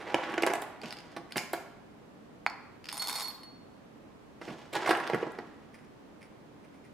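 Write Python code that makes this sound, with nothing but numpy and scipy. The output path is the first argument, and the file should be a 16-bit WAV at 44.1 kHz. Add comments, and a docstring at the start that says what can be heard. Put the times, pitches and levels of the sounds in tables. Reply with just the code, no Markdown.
"""In a small kitchen with a faint hum, coffee beans are scooped from a bag and tipped into a glass jar on a scale.
The scoop digs and knocks in the bag: filtered impulses and grainy noise excite the bag's hollow resonances.
It taps once, then pours: random contacts ring the air in the jar, and decaying sine pairs make the glass ring.
It digs again and is carried back with a few beans shifting in it, as coloured clusters of contacts.
Direct sound and exponentially dying reflections are added at both ears."""
import sys
import numpy as np
from scipy import signal
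from scipy.fft import rfft, irfft
from scipy.io import wavfile
from scipy.ndimage import uniform_filter1d

SR = 44100
rng = np.random.default_rng(int(sys.argv[2]) if len(sys.argv) > 2 else 0)


def to_wav(sig):
    """Store sig (one row per channel, or 1-D mono) as 16-bit WAV at the path in sys.argv[1].

    Samples outside -1..1 are clipped; the rate is SR.
    """
    pcm = np.clip(np.atleast_2d(sig), -1, 1) * 32767
    pcm = np.round(pcm).astype(np.int16)
    wavfile.write(sys.argv[1], SR, pcm.T)  # frames by channels


N = 305613

# spectrum of the steady air of the kitchen: f/Hz, relative density level/dB per Hz
AIR_SPECTRUM = [(12, -55), (20, -21), (38, -14.5), (146, -6), (210, -4), (293, -2), (367, -8.5), (410, -6),
                (485, -8.5), (1190, -16.5), (1400, -19.5), (1530, -20.5), (1910, -22.5), (13900, -46),
                (16000, -53)]
# left-right likeness of the air: f/Hz, correlation/1
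AIR_LIKENESS = [(60, 0.11), (180, 0.54), (550, 0.14), (1650, 0.063), (4970, 0.023), (15000, 0.087)]
# wavering hum of an appliance: mean f/Hz, level/dB
HUM_TONES = [(60, -87), (119, -76), (221, -70.5), (295, -71)]
AIR_DB = -53.5

# reverberation time of the kitchen: f/Hz, T60/s
ROOM_DECAY = [(150, 0.99), (500, 0.67), (1400, 0.93), (3700, 0.75), (10000, 0.41)]
# spectrum of the reflections: f/Hz, relative level/dB
ROOM_SPECTRUM = [(100, -4.5), (400, -3), (1000, 3.5), (2300, -3.5), (5000, -0.5), (12000, 0.5)]
# left-right likeness of the reflections: f/Hz, correlation/1
ROOM_LIKENESS = [(200, 0.9), (1000, 0.81), (2500, 0.45), (5000, 0.016), (12000, 0.17)]

# beans shift in the carried scoop: t/s, relative level/dB
SHIFTS_IN_SCOOP = [(0.018, -52), (1.315, -54), (5.751, -57), (5.793, -63.5), (5.846, -66.5), (6.225, -56.5),
                   (6.25, -63.5), (6.65, -63.5), (6.75, -66), (6.853, -63)]
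SHIFT_WIDTH_S = 0.0085  # standard deviation of each cluster
# spectra of beans in the scoop, of the tapped scoop and of its ringing bowl: f/Hz, relative density level/dB per Hz
RATTLE_SPECTRUM = [(600, -22), (1600, -7), (2200, 4), (2700, -8), (4000, -21), (5200, -11.5), (6700, -24),
                   (8300, -22), (9500, -13.5), (11000, -28), (16000, -34)]
SCOOP_SPECTRUM = [(150, -25), (550, -14), (780, 1.5), (1100, -2.5), (1800, -4.5), (2200, 2), (2500, -2.5),
                  (2800, -16), (4000, -22.5), (4900, -20), (5500, -41), (6600, -26), (8500, -43),
                  (16000, -44)]
BOWL_SPECTRUM = [(1200, -26), (1900, -22), (2120, -0.5), (2330, 1.5), (2600, -10), (2900, -13), (4200, -19),
                 (4900, -10), (5600, -16), (6600, -14), (7100, -12), (8200, -25), (9900, -26), (16000, -62)]
TAP_S, TAP_DB = 2.4645, -27
# the bowl of the scoop rings on after a knock: t/s, ring level/dB, T60/s, crack level/dB
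BOWL_KNOCKS = [(1.372, -38, 0.29, -47.5), (1.5328, -47.5, 0.34, -55)]

# creases of the bag snap: t/s, level/dB, lowest f/Hz
CREASE_SNAPS = [(0.288, -63, 3500), (0.322, -61, 5000), (0.342, -48, 3000), (0.4225, -43, 4500),
                (0.4363, -45, 2500), (0.4652, -40, 4500), (0.5362, -41, 5000), (0.6197, -47.5, 9000),
                (0.631, -60, 9000), (1.373, -38.5, 9000), (1.423, -58, 7000), (1.532, -43, 11400),
                (4.7357, -42, 3020), (4.894, -43, 3000), (4.908, -37, 3000), (4.972, -52, 8000),
                (5.001, -58, 8000), (5.069, -53, 3000), (5.1475, -54, 8000), (5.32, -65, 8000)]
# spectrum of a snap: f/Hz, relative density level/dB per Hz
CREASE_SPECTRUM = [(2500, 26), (5000, 1.5), (8500, 2), (11500, -2.5), (14000, -8), (16000, -19)]
# resonances of the bag: f/Hz, peak level over the plain sound/dB, T60/s
BAG_RESONANCES = [(336, -13, 0.1), (396.6, -6.5, 0.1), (738, -4.5, 0.064), (828, -4.5, 0.055),
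                  (962, -7, 0.14), (1128, -1, 0.049), (1350, -18, 0.057), (1688, -2.5, 0.073),
                  (1980, -6.5, 0.029)]

# strokes of the scoop through the beans, levels before the bag adds its resonances:
# start t/s, length/s, rumble level/dB, its loss over the stroke/dB, bag crackle level/dB, its loss/dB
DIGGING_STROKES = [(-0.02, 0.32, -43.5, -3, -56, 0.5), (0.81, 0.21, -54.5, 1.5, -51, 12),
                   (4.403, 0.19, -56, 3, -57, 5), (4.721, 0.33, -37, 5, -45, 9.5)]
STROKE_ATTACK_S, STROKE_RELEASE_DB_PER_S = 0.03, 45.5
# spectra of beans grinding in the bag and of knocks heard through it: f/Hz, relative density level/dB per Hz
CHURN_SPECTRUM = [(230, 3.5), (340, 11.5), (550, 6.5), (830, 7), (1100, 2.5), (1700, 2.5), (2300, -2),
                  (3000, -9.5), (3900, -13), (6500, -28), (16000, -17)]
BAG_SPECTRUM = [(60, -33), (130, 0.5), (230, 0), (340, 11), (800, 4.5), (1350, 1), (1800, -1), (2300, -1.5),
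                (3000, -1.5), (3900, -8.5), (4900, -9), (6500, -13), (12500, -30.5), (16000, -37)]

# the scoop knocks in the bag, levels before the bag adds its resonances:
# t/s, force level/dB, thud on the table/dB, crunch of beans/dB, brightness/dB, decay constant/s,
# starting f of the hollow boom/Hz, boom/dB, top f of the crunch/Hz (thud, crunch and boom count over the force)
BAG_KNOCKS = [(0.1437, -27.5, -13.5, 1, 1, 0.0036, 562, -2.5, 3800),
              (0.292, -43, -0.5, 2, 3, 0.023, 350, -5, 2700), (0.34, -41.5, -12, 1, 1, .003, 347, -3, 3480),
              (0.379, -30.5, -21, -1, -3, 0.0036, 380, -14, 3360),
              (0.423, -34, -25, -3, 9, 0.0037, 382, -4, 3100),
              (0.434, -29, -16, 1.5, -4, 0.003, 342, -3, 3270),
              (0.4647, -35, -30, 3, 16, 0.0047, 630, 0, 3180),
              (0.472, -26, -29, -3.5, -18, 0.0056, 372, -6.5, 3100),
              (0.499, -31.5, -31, -2.5, -7, 0.012, 352, -5, 2720),
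              (0.5357, -35.5, -35, 1, 1, 0.0027, 727, -3, 2950),
              (0.553, -42, -26, 4.5, 16, 0.0049, 664, -6, 2980),
              (0.6223, -38.5, -40.5, -3.5, 1, 0.0022, 420, -1, 2700),
              (0.8342, -40.5, 2.5, -2.5, -9, 0.011, 460, -9, 3200),
              (1.164, -39, -1, -1, 5.5, 0.009, 360, -7.5, 2750),
              (1.3585, -36, 2, 0.5, 3, 0.0043, 223, -13, 3030),
              (1.367, -36, -14, -6, 12.5, 0.0058, 400, -1.5, 3220),
              (1.5336, -34.5, -17, 0, 5, 0.0062, 715, -0.5, 2720),
              (4.414, -43.5, -5.5, -1, 0.5, 0.0072, 366, -3, 2680),
              (4.478, -40.5, 0.5, -2.5, -2, 0.019, 370, -3, 2600),
              (4.503, -44.5, 2, -8, -1, 0.015, 215, -18, 2600),
              (4.728, -46, -16, -3, 17.5, 0.016, 370, -8, 2710),
              (4.753, -36, -6.5, -1, 11.5, 0.0037, 930, -2.5, 2680),
              (4.8605, -35, -15, 2.5, 6, 0.0049, 845, -12, 2520),
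              (4.873, -31.5, -7, 4.5, 9, 0.018, 600, -18, 2540),
              (4.892, -27.5, -13, -2, 6.5, 0.0094, 750, -3, 2440),
              (4.9072, -26, -21, 3.5, 7, 0.0069, 410, -4.5, 2650),
              (4.929, -36.5, -11, 1.5, 2, 0.0035, 396, -8, 2400),
              (4.9502, -37.5, -8, 4.5, 3, 0.0035, 745, -8, 2700),
              (5.001, -40.5, -6, 2, 4, 0.0058, 394, -6, 2400),
              (5.038, -44, -9, -1, -10, 0.0072, 403, -4, 2300),
              (5.099, -32.5, -17, -4, -3, 0.0027, 510, -4.5, 2500),
              (5.1338, -33, 2.5, -1.5, -6, 0.0033, 400, 1, 2500),
              (5.145, -35.5, 1, 2.5, -3, 0.0042, 458, 4, 2400),
              (5.228, -33, -12, -9, -33, 0.007, 464, -2.5, 2230),
              (5.267, -40.5, -12, -13, -25, 0.0061, 325, 1.5, 2300),
              (5.387, -40, -2, -2, -4, 0.0035, 412, -3, 2520)]
# body, crunch, rasp and crackle of a knock: base level over its force/dB
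KNOCK_BAND_DB = [0.5, 0.5, -6.5, -19]
# how far rasp and crackle follow the brightness: share/1
BRIGHTNESS_SHARE = [0.49, 0.94]
# the air in the bag booms briefly; its pitch sags as the bag gives
HOLLOW_T60_S, HOLLOW_SAG_PER_S = 0.029, 6  # the sag is a share of the pitch
HOLLOW_LOW_HZ = 215  # below this the boom radiates little

# single beans click: t/s, relative level/dB
BEAN_CLICKS = [(0.816, -50.5), (0.858, -49.5), (0.907, -45), (0.9256, -44), (0.969, -52.5), (0.987, -53),
               (1.004, -56), (1.025, -67), (1.118, -65), (1.322, -44), (1.380, -34), (2.4707, -48.5),
               (2.499, -49), (2.8425, -53), (2.856, -50), (2.869, -53), (2.8872, -44), (2.89, -41.5),
               (2.898, -48), (2.908, -58), (2.916, -47), (2.927, -43.5), (2.943, -50), (2.952, -60),
               (2.962, -63), (2.97, -46), (2.9774, -45), (3.021, -42), (3.025, -42.5), (3.041, -49),
               (3.049, -51.5), (3.0725, -41), (3.083, -42.5), (3.089, -46), (3.096, -40), (3.102, -44),
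               (3.113, -48.5), (3.1286, -42), (3.144, -50), (3.160, -43.5), (3.17, -50), (3.178, -48),
               (3.188, -52), (3.199, -48), (3.207, -43), (3.212, -53), (3.218, -49), (3.222, -46),
               (3.257, -51), (3.275, -53), (3.283, -60), (3.305, -55), (3.314, -59), (3.364, -69),
               (3.381, -66), (3.4331, -57), (5.075, -44.5)]
# spectra of a bean outside the jar and of one landing in it: f/Hz, relative density level/dB per Hz
LOOSE_SPECTRUM = [(400, -27), (1200, -2.5), (2200, 2.5), (2900, 3), (4000, -4.5), (4900, 7), (6200, -9.5),
                  (9500, -12), (13000, -18), (16000, -41)]
BEAN_SPECTRUM = [(300, -9), (600, 4), (1050, 11), (1650, 2.5), (2100, 5.5), (2850, 0), (3550, 5.5),
                 (4050, 1.5), (4900, 7.5), (6150, -3), (6900, 2.5), (7500, -2), (8400, 0.5), (9200, 0.5),
                 (11500, 1), (13000, -6), (14800, -7), (16000, -27)]
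SNAP_LOOSE_DB, SNAP_JAR_DB = -9, -1  # bright snap over the low clack, outside and inside the jar
# the air in the jar rings under each bean: f/Hz, peak level over the plain click/dB, T60/s
JAR_AIR_MODES = [(820, 2.5, 0.018), (1050, -3, 0.024), (2170, 4, 0.023), (3600, 5, 0.017), (5280, 4, 0.017),
                 (6650, 0, 0.016), (8300, 4, 0.014)]
# the air's pitch climbs as the jar fills and differs with where a bean lands (shares of the pitch)
CAVITY_RISE_PER_S, CAVITY_SCATTER = 0.036, 0.03
# the stream trickles as the scoop tips, jumps when the heap slides, and dies as the scoop runs empty
POUR_START_S, POUR_FULL_S, POUR_EMPTY_S, POUR_END_S = 2.875, 3.075, 3.212, 3.42
POUR_DB, TRICKLE_UNDER_DB, POUR_ATTACK_S, POUR_FALL_DB_PER_S = -42, 5, 0.077, 145

# beans and scoop strike the glass: t/s, relative level/dB of the lowest, middle and two top modes,
# ring time of the lowest mode over its free ring/1
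GLASS_STRIKES = [(2.4642, -40, -66, -80, 0.4), (2.928, -65, -43, -57, 1), (2.98, -65, -38, -58, 1),
                 (2.997, -28.5, -47, -45, 0.87), (3.082, -40.5, -45, -37, 1), (3.154, -32.5, -44, -52, 0.7),
                 (3.226, -39.5, -56, -38, 1), (3.245, -34, -58, -49, 0.58), (3.283, -35, -62, -39.5, 0.44),
                 (3.433, -46, -59, -62, 1.18)]
# modes of the glass: central f/Hz
GLASS_MODE_HZ = [4364, 9582, 11274, 13722]
# modes of the glass: free T60/s
GLASS_MODE_T60 = [0.31, 0.074, 0.081, 0.055]
# modes of the glass: level added to each strike/dB
GLASS_MODE_DB = [0, 2, -5, -3]
EDGE_HZ = 16200


def gain_of(db):
    """Level to amplitude: 20 dB are a factor of ten."""
    return 10 ** (np.asarray(db) / 20)


def evened(x):
    """Normalization: scales the effective (rms) value to 1."""
    return x / np.sqrt(np.mean(x ** 2) + 1e-20)


def read(points, hz):
    """Interpolation: reads a spectrum linearly on a logarithmic frequency axis."""
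    f, value = np.transpose(points)
    return np.interp(np.log(hz + 1), np.log(f + 1), value)


def add(mix, s, sound):
    """Superposition: adds a sound to the mix, in place, from time s."""
    part = mix[..., max(round(s * SR), 0):][..., :sound.shape[-1]]
    part += sound[..., :part.shape[-1]]


def ring(x, response):
    """Linear system: convolves a sound with an impulse response."""
    return signal.oaconvolve(x, response)[:len(x)]


def struck(sound, db):
    """Energy of an impact: gives a short sound the energy of 20 ms at the level db."""
    return gain_of(db) * sound * np.sqrt(.02 * SR) / np.linalg.norm(sound)


def placed(x, right_db):
    """Interaural level difference: makes the right side louder by right_db."""
    return x * gain_of([[-right_db / 2], [right_db / 2]])


def pulse(colour, lo_hz=20, hi_hz=20000, size=2048, order=8):
    """Minimum phase: the causal response of unit energy with a given spectrum, kept to one band."""
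    hz = abs(np.fft.fftfreq(size, 1 / SR)) + 1
    band = np.sqrt((1 + (lo_hz / hz) ** 8) * (1 + (hz / hi_hz) ** order))
    gain = gain_of(read(colour, hz)) / band
    log_gain = np.log(np.maximum(gain / gain.max(), 1e-5))
    # the Hilbert transform of the log gain supplies the phase
    spectrum = np.exp(np.conj(signal.hilbert(log_gain)))
    h = np.fft.ifft(spectrum).real[:size // 2]
    return h / np.linalg.norm(h)


def resonant_response(modes, size, shifts):
    """Modal superposition: the direct impulse plus decaying cosines, each with its pitch shifted by a factor."""
    t = np.arange(size) / SR
    response = (t == 0).astype(float)
    for (hz, db, t60), shift in zip(modes, shifts):
        unit_peak = 2 * np.log(1000) / (t60 * SR)  # makes db the gain at resonance
        response += gain_of(db - 60 * t / t60) * np.cos(2 * np.pi * hz * shift * t) * unit_peak
    return response


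def grains(per_s, spread_db):
    """Shot noise: random contacts of uneven force and either sign, rms 1."""
    size = gain_of(spread_db * np.minimum(rng.exponential(1, N), 3))
    return evened(size * rng.choice([-1, 1], N) * (rng.random(N) < per_s / SR))


def contact(chatter_s, apart, size=512):
    """Chatter of an impact: a decaying noise burst, thrown a little differently to each side."""
    common, side = rng.standard_normal((2, size)) * np.exp(-np.arange(size) / SR / chatter_s)
    return np.array([common + apart * side, common - apart * side])


def pair(noise, same, colour):
    """Interaural coherence: colours two unrelated noises and makes them partly alike."""
    hz = np.fft.rfftfreq(noise.shape[1], 1 / SR)
    a, b = rfft(noise)
    c = np.clip(read(same, hz), -1, 1)
    sides = np.array([a, c * a + np.sqrt(1 - c ** 2) * b])
    return irfft(sides * gain_of(read(colour, hz)), noise.shape[1])


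def kitchen(waver_hz=3):
    """Stationary noise and tones: steady room air and the slightly wavering hum of an appliance."""
    air = gain_of(AIR_DB) * evened(pair(rng.standard_normal((2, N)), AIR_LIKENESS, AIR_SPECTRUM))
    hum = np.zeros(N)
    for hz, db in HUM_TONES:
        drift = waver_hz * evened(uniform_filter1d(rng.standard_normal(N), size=4000))
        phase = 2 * np.pi * np.cumsum(hz + drift) / SR
        hum += gain_of(db) * np.sqrt(2) * np.sin(phase)
    return placed(air + hum, right_db=1.5)


def room(x, first_s=0.00605, early=3.56, early_s=0.0082):
    """Reverberation: dense reflections, strongest from the table and near walls, each band dying at its own speed."""
    taps = rng.choice([-1., 1.], (2, SR)) * (rng.random((2, SR)) < .15)
    hz, t, z = signal.stft(pair(taps, ROOM_LIKENESS, ROOM_SPECTRUM), SR, nperseg=256)
    decay = gain_of(-60 * t / read(ROOM_DECAY, hz)[:, None])
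    tail = signal.istft(z * decay, SR)[1]
    t = np.arange(tail.shape[1]) / SR
    tail = tail * (t > first_s) * (1 + early * np.exp(-t / early_s))
    return signal.fftconvolve(x[None], tail / np.linalg.norm(tail[0]), axes=1)[:, :N]


def shifting():
    """Forced resonance: little clusters of contacts ring the bowl of the scoop."""
    t = np.arange(N) / SR
    level = sum(gain_of(db) * np.exp(-.5 * ((t - s) / SHIFT_WIDTH_S) ** 2) for s, db in SHIFTS_IN_SCOOP)
    return level * ring(grains(per_s=600, spread_db=1.0), pulse(RATTLE_SPECTRUM)) * gain_of(1.0)


def tap():
    """Damped impact: the full scoop knocks once, and the beans in it damp its ring at once."""
    out = np.zeros(N)
    add(out, TAP_S, struck(pulse(SCOOP_SPECTRUM), TAP_DB))
    return out


def bowl(jump_s=0.0026):
    """Free decay: beans jump with a bright crack, and the clustered resonances of the bowl die away."""
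    out, t = np.zeros(N), np.arange(SR // 2) / SR
    crack_response = pulse(BEAN_SPECTRUM, 11000, 18000)
    for s, db, t60, crack_db in BOWL_KNOCKS:
        noise = rng.standard_normal(len(t))
        add(out, s, gain_of(db - 60 * t / t60) * evened(ring(noise, pulse(BOWL_SPECTRUM))))
        add(out, s, struck(ring(noise * np.exp(-t / jump_s), crack_response), crack_db))
    return out


def snaps(chatter_s=0.0012, apart=0.62):
    """Snap-through: creases of the stiff bag flip over with a very short, bright burst."""
    out = np.zeros((2, N))
    for s, db, low_hz in CREASE_SNAPS:
        crease = pulse(CREASE_SPECTRUM, low_hz)
        add(out, s, struck(signal.fftconvolve(contact(chatter_s, apart), crease[None]), db))
    return out


def in_bag(x, through_db=-1.44):
    """Cavity resonance: the half-empty bag adds its hollow modes to the sound inside it."""
    response = resonant_response(BAG_RESONANCES, 8192, np.ones(len(BAG_RESONANCES)))
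    return gain_of(through_db) * ring(x, response)


def stroke(start, length, sag_db):
    """Envelope of friction: a quick attack, a hold that sags or swells, then the beans settle."""
    t = np.arange(N) / SR - start
    fade_db = sag_db * np.clip(t / length, 0, 1) + STROKE_RELEASE_DB_PER_S * np.maximum(t - length, 0)
    return np.clip(t / STROKE_ATTACK_S, 0, 1) * gain_of(-fade_db)


def digging(clump_db=2.5, crackle_clump_db=3, crisp_db=-9):
    """Granular friction: beans grind past the scoop in slips, some crisp; the bag muffles them and crackles."""
    slips = uniform_filter1d(rng.standard_normal(N), size=600)
    slips = evened(uniform_filter1d(slips, size=300))
    grind = evened(ring(grains(per_s=800, spread_db=1.5), pulse(CHURN_SPECTRUM, 243, 5300)))
    ticks = evened(ring(grains(per_s=200, spread_db=-1.0), pulse(CHURN_SPECTRUM, 2100, 4300)))
    rumble = evened(gain_of(clump_db * slips) * (grind + gain_of(crisp_db) * ticks))
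    crackle = ring(grains(per_s=2000, spread_db=2.5), pulse(BAG_SPECTRUM, 2620, 21000))
    crackle = evened(gain_of(crackle_clump_db * slips) * crackle)
    out = np.zeros(N)
    for s, length, rumble_db, rumble_sag_db, crackle_db, crackle_sag_db in DIGGING_STROKES:
        out += gain_of(rumble_db) * rumble * stroke(s, length, rumble_sag_db)
        out += gain_of(crackle_db) * crackle * stroke(s, length, crackle_sag_db)
    return out


def knocks(crunch=0.14, crunch_rise_db=3, thud_slow=2.9, build=0.07, grain_db=2.5):
    """Impulse excitation: each knock is a push, a hollow boom of the bag and a quick, grainy crunch of beans."""
    out, t = np.zeros(N), np.arange(4096) / SR
    low_cut = signal.butter(4, HOLLOW_LOW_HZ, "high", fs=SR, output="sos")
    for s, force_db, thud_db, crunch_db, bright_db, length, hollow_hz, hollow_db, top_hz in BAG_KNOCKS:
        # bands of thud, body, crunch, rasp and crackle lie between these edges (Hz)
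        edges = [140, 280, 1100, top_hz, 7000, 12500]
        clumps = gain_of(grain_db * evened(uniform_filter1d(rng.standard_normal(len(t)), size=50)))
        noise = crunch * evened(clumps * rng.standard_normal(len(t)))
        noise *= 1 - np.exp(-t / (build * length))
        band_offsets = [0, crunch_db, *np.multiply(BRIGHTNESS_SHARE, bright_db)]
        levels = [thud_db, *np.add(KNOCK_BAND_DB, band_offsets)]
        for k, db in enumerate(levels):
            slowness = 1 if k else thud_slow
            dying = np.exp(-t / (max(length, 1e-3) * slowness))
            # the share of grainy noise beside the sharp push rises from band to band
            push = (t == 0) + gain_of(k * crunch_rise_db) * noise * dying
            response = pulse(BAG_SPECTRUM, edges[k], edges[k + 1], order=6)
            add(out, s, struck(ring(push, response), force_db + db))
        phase = 2 * np.pi * np.cumsum(hollow_hz * np.exp(-HOLLOW_SAG_PER_S * t)) / SR
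        boom = np.sin(phase) * gain_of(-60 * t / HOLLOW_T60_S)
        add(out, s, struck(signal.sosfilt(low_cut, boom), force_db + hollow_db))
    return out


def in_jar(response, s):
    """Cavity resonance: adds the ring of the air in the jar, as full as it is at time s, to a response."""
    rise = CAVITY_RISE_PER_S * (s - POUR_FULL_S)
    shifts = 1 + rise + CAVITY_SCATTER * rng.standard_normal(len(JAR_AIR_MODES))
    return signal.fftconvolve(response, resonant_response(JAR_AIR_MODES, 1024, shifts))


def clicks(chatter_s=0.0016, apart=0.26, level_db=1.0):
    """Hard impact: a bean chatters for a millisecond or two; during the pour it also rings the air in the jar."""
    out = np.zeros((2, N))
    # low clack and bright snap
    loose = pulse(LOOSE_SPECTRUM, 300, 6000), pulse(LOOSE_SPECTRUM, 6000, 18000)
    jarred = pulse(BEAN_SPECTRUM, 300, 6000), pulse(BEAN_SPECTRUM, 6000, 18000)
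    for s, db in BEAN_CLICKS:
        force = contact(chatter_s, apart)
        if 2.92 < s < 3.3:  # landing in the jar
            clack, snap = [in_jar(part, s) for part in jarred]
            snap_db = SNAP_JAR_DB
        else:
            clack, snap = loose
            snap_db = SNAP_LOOSE_DB
        add(out, s, struck(signal.fftconvolve(force, clack[None]), db + level_db))
        add(out, s, struck(signal.fftconvolve(force, snap[None]), db + level_db + snap_db))
    return out


def flow(t):
    """Granular flow: gain of the stream at time t, a trickle, the slide of the heap, the last stragglers."""
    trickle_db = TRICKLE_UNDER_DB * (t < POUR_FULL_S)
    fade_db = trickle_db + POUR_FALL_DB_PER_S * np.maximum(t - POUR_EMPTY_S, 0)
    return np.clip((t - POUR_START_S) / POUR_ATTACK_S, 0, 1) * gain_of(POUR_DB - fade_db)


def pour(per_s=300, spread_db=1.0, chatter_s=0.0011, apart=0.17):
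    """Poisson process: a stream of beans lands on the heap in the jar, one separate tick after another."""
    out, bean = np.zeros((2, N)), pulse(BEAN_SPECTRUM)
    waits, forces = -np.log(rng.random((2000, 2))).T  # exponentially distributed
    for s, force in zip(POUR_START_S + np.cumsum(waits / per_s), forces):
        if s > POUR_END_S:
            break
        tick = signal.fftconvolve(contact(chatter_s, apart), in_jar(bean, s)[None])
        tick *= np.sqrt(SR / per_s) / np.linalg.norm(tick)
        add(out, s, flow(s) * gain_of(spread_db * min(force, 2)) * tick)
    return out


def jar(split_hz=8, twin=0.2, detune_hz=4, patter_db=-8, choke_s=0.011):
    """Split modes: the glass rings in close pairs; each strike chokes the last ring and restarts it, detuned."""
    out, t = np.zeros(N), np.arange(SR) / SR
    patter = grains(per_s=230, spread_db=2.5) * flow(np.arange(N) / SR)
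    gaps = np.diff([row[0] for row in GLASS_STRIKES], append=N / SR)
    for k, (hz, mode_db, t60) in enumerate(zip(GLASS_MODE_HZ, GLASS_MODE_DB, GLASS_MODE_T60)):
        for (s, *levels, free), gap in zip(GLASS_STRIKES, gaps):
            dying = gain_of(-60 * t / (t60 * (free if k == 0 else 1)))
            choke = np.exp(-np.maximum(t - gap, 0) / choke_s)
            a, b = rng.uniform(0, 2 * np.pi, 2)
            pitch = hz + detune_hz * rng.uniform(-1, 1)
            wave = np.sin(2 * np.pi * pitch * t + a)
            wave += twin * np.sin(2 * np.pi * (pitch - split_hz) * t + b)
            add(out, s, gain_of(levels[min(k, 2)] + mode_db) * dying * choke * wave)
        # the light patter of the stream keeps the lowest mode shimmering between the strikes
        if k == 0:
            mode = gain_of(-60 * t / t60) * np.sin(2 * np.pi * hz * t)
            out += gain_of(patter_db) * ring(patter, mode / np.linalg.norm(mode))
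    return out


def scene():
    """Direct and reverberant field: bag and jar stand a little to the right, in the same room."""
    bumps = in_bag(knocks())
    churn = in_bag(digging()) + bowl() + shifting()
    beans, creases, glass, knock = clicks() + pour(), snaps(), jar(), tap()
    send = gain_of(-4.5) * (bumps + beans.mean(0) + glass)
    send += gain_of(-2.5) * (churn + creases.mean(0)) + gain_of(-9.0) * knock
    direct = placed(bumps + churn + knock, right_db=3.0)
    direct = direct + placed(beans + creases, right_db=0.8) + placed(glass, right_db=4.0)
    return direct + placed(room(send), right_db=1.4) + kitchen()


def record(dry):
    """Band limitation: a linear-phase low-pass removes what lies above EDGE_HZ."""
    low_pass = signal.firwin(401, EDGE_HZ, window=("kaiser", 9), fs=SR)
    return signal.oaconvolve(dry, low_pass[None], "same")


dry = scene()
out = record(dry)
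to_wav(out)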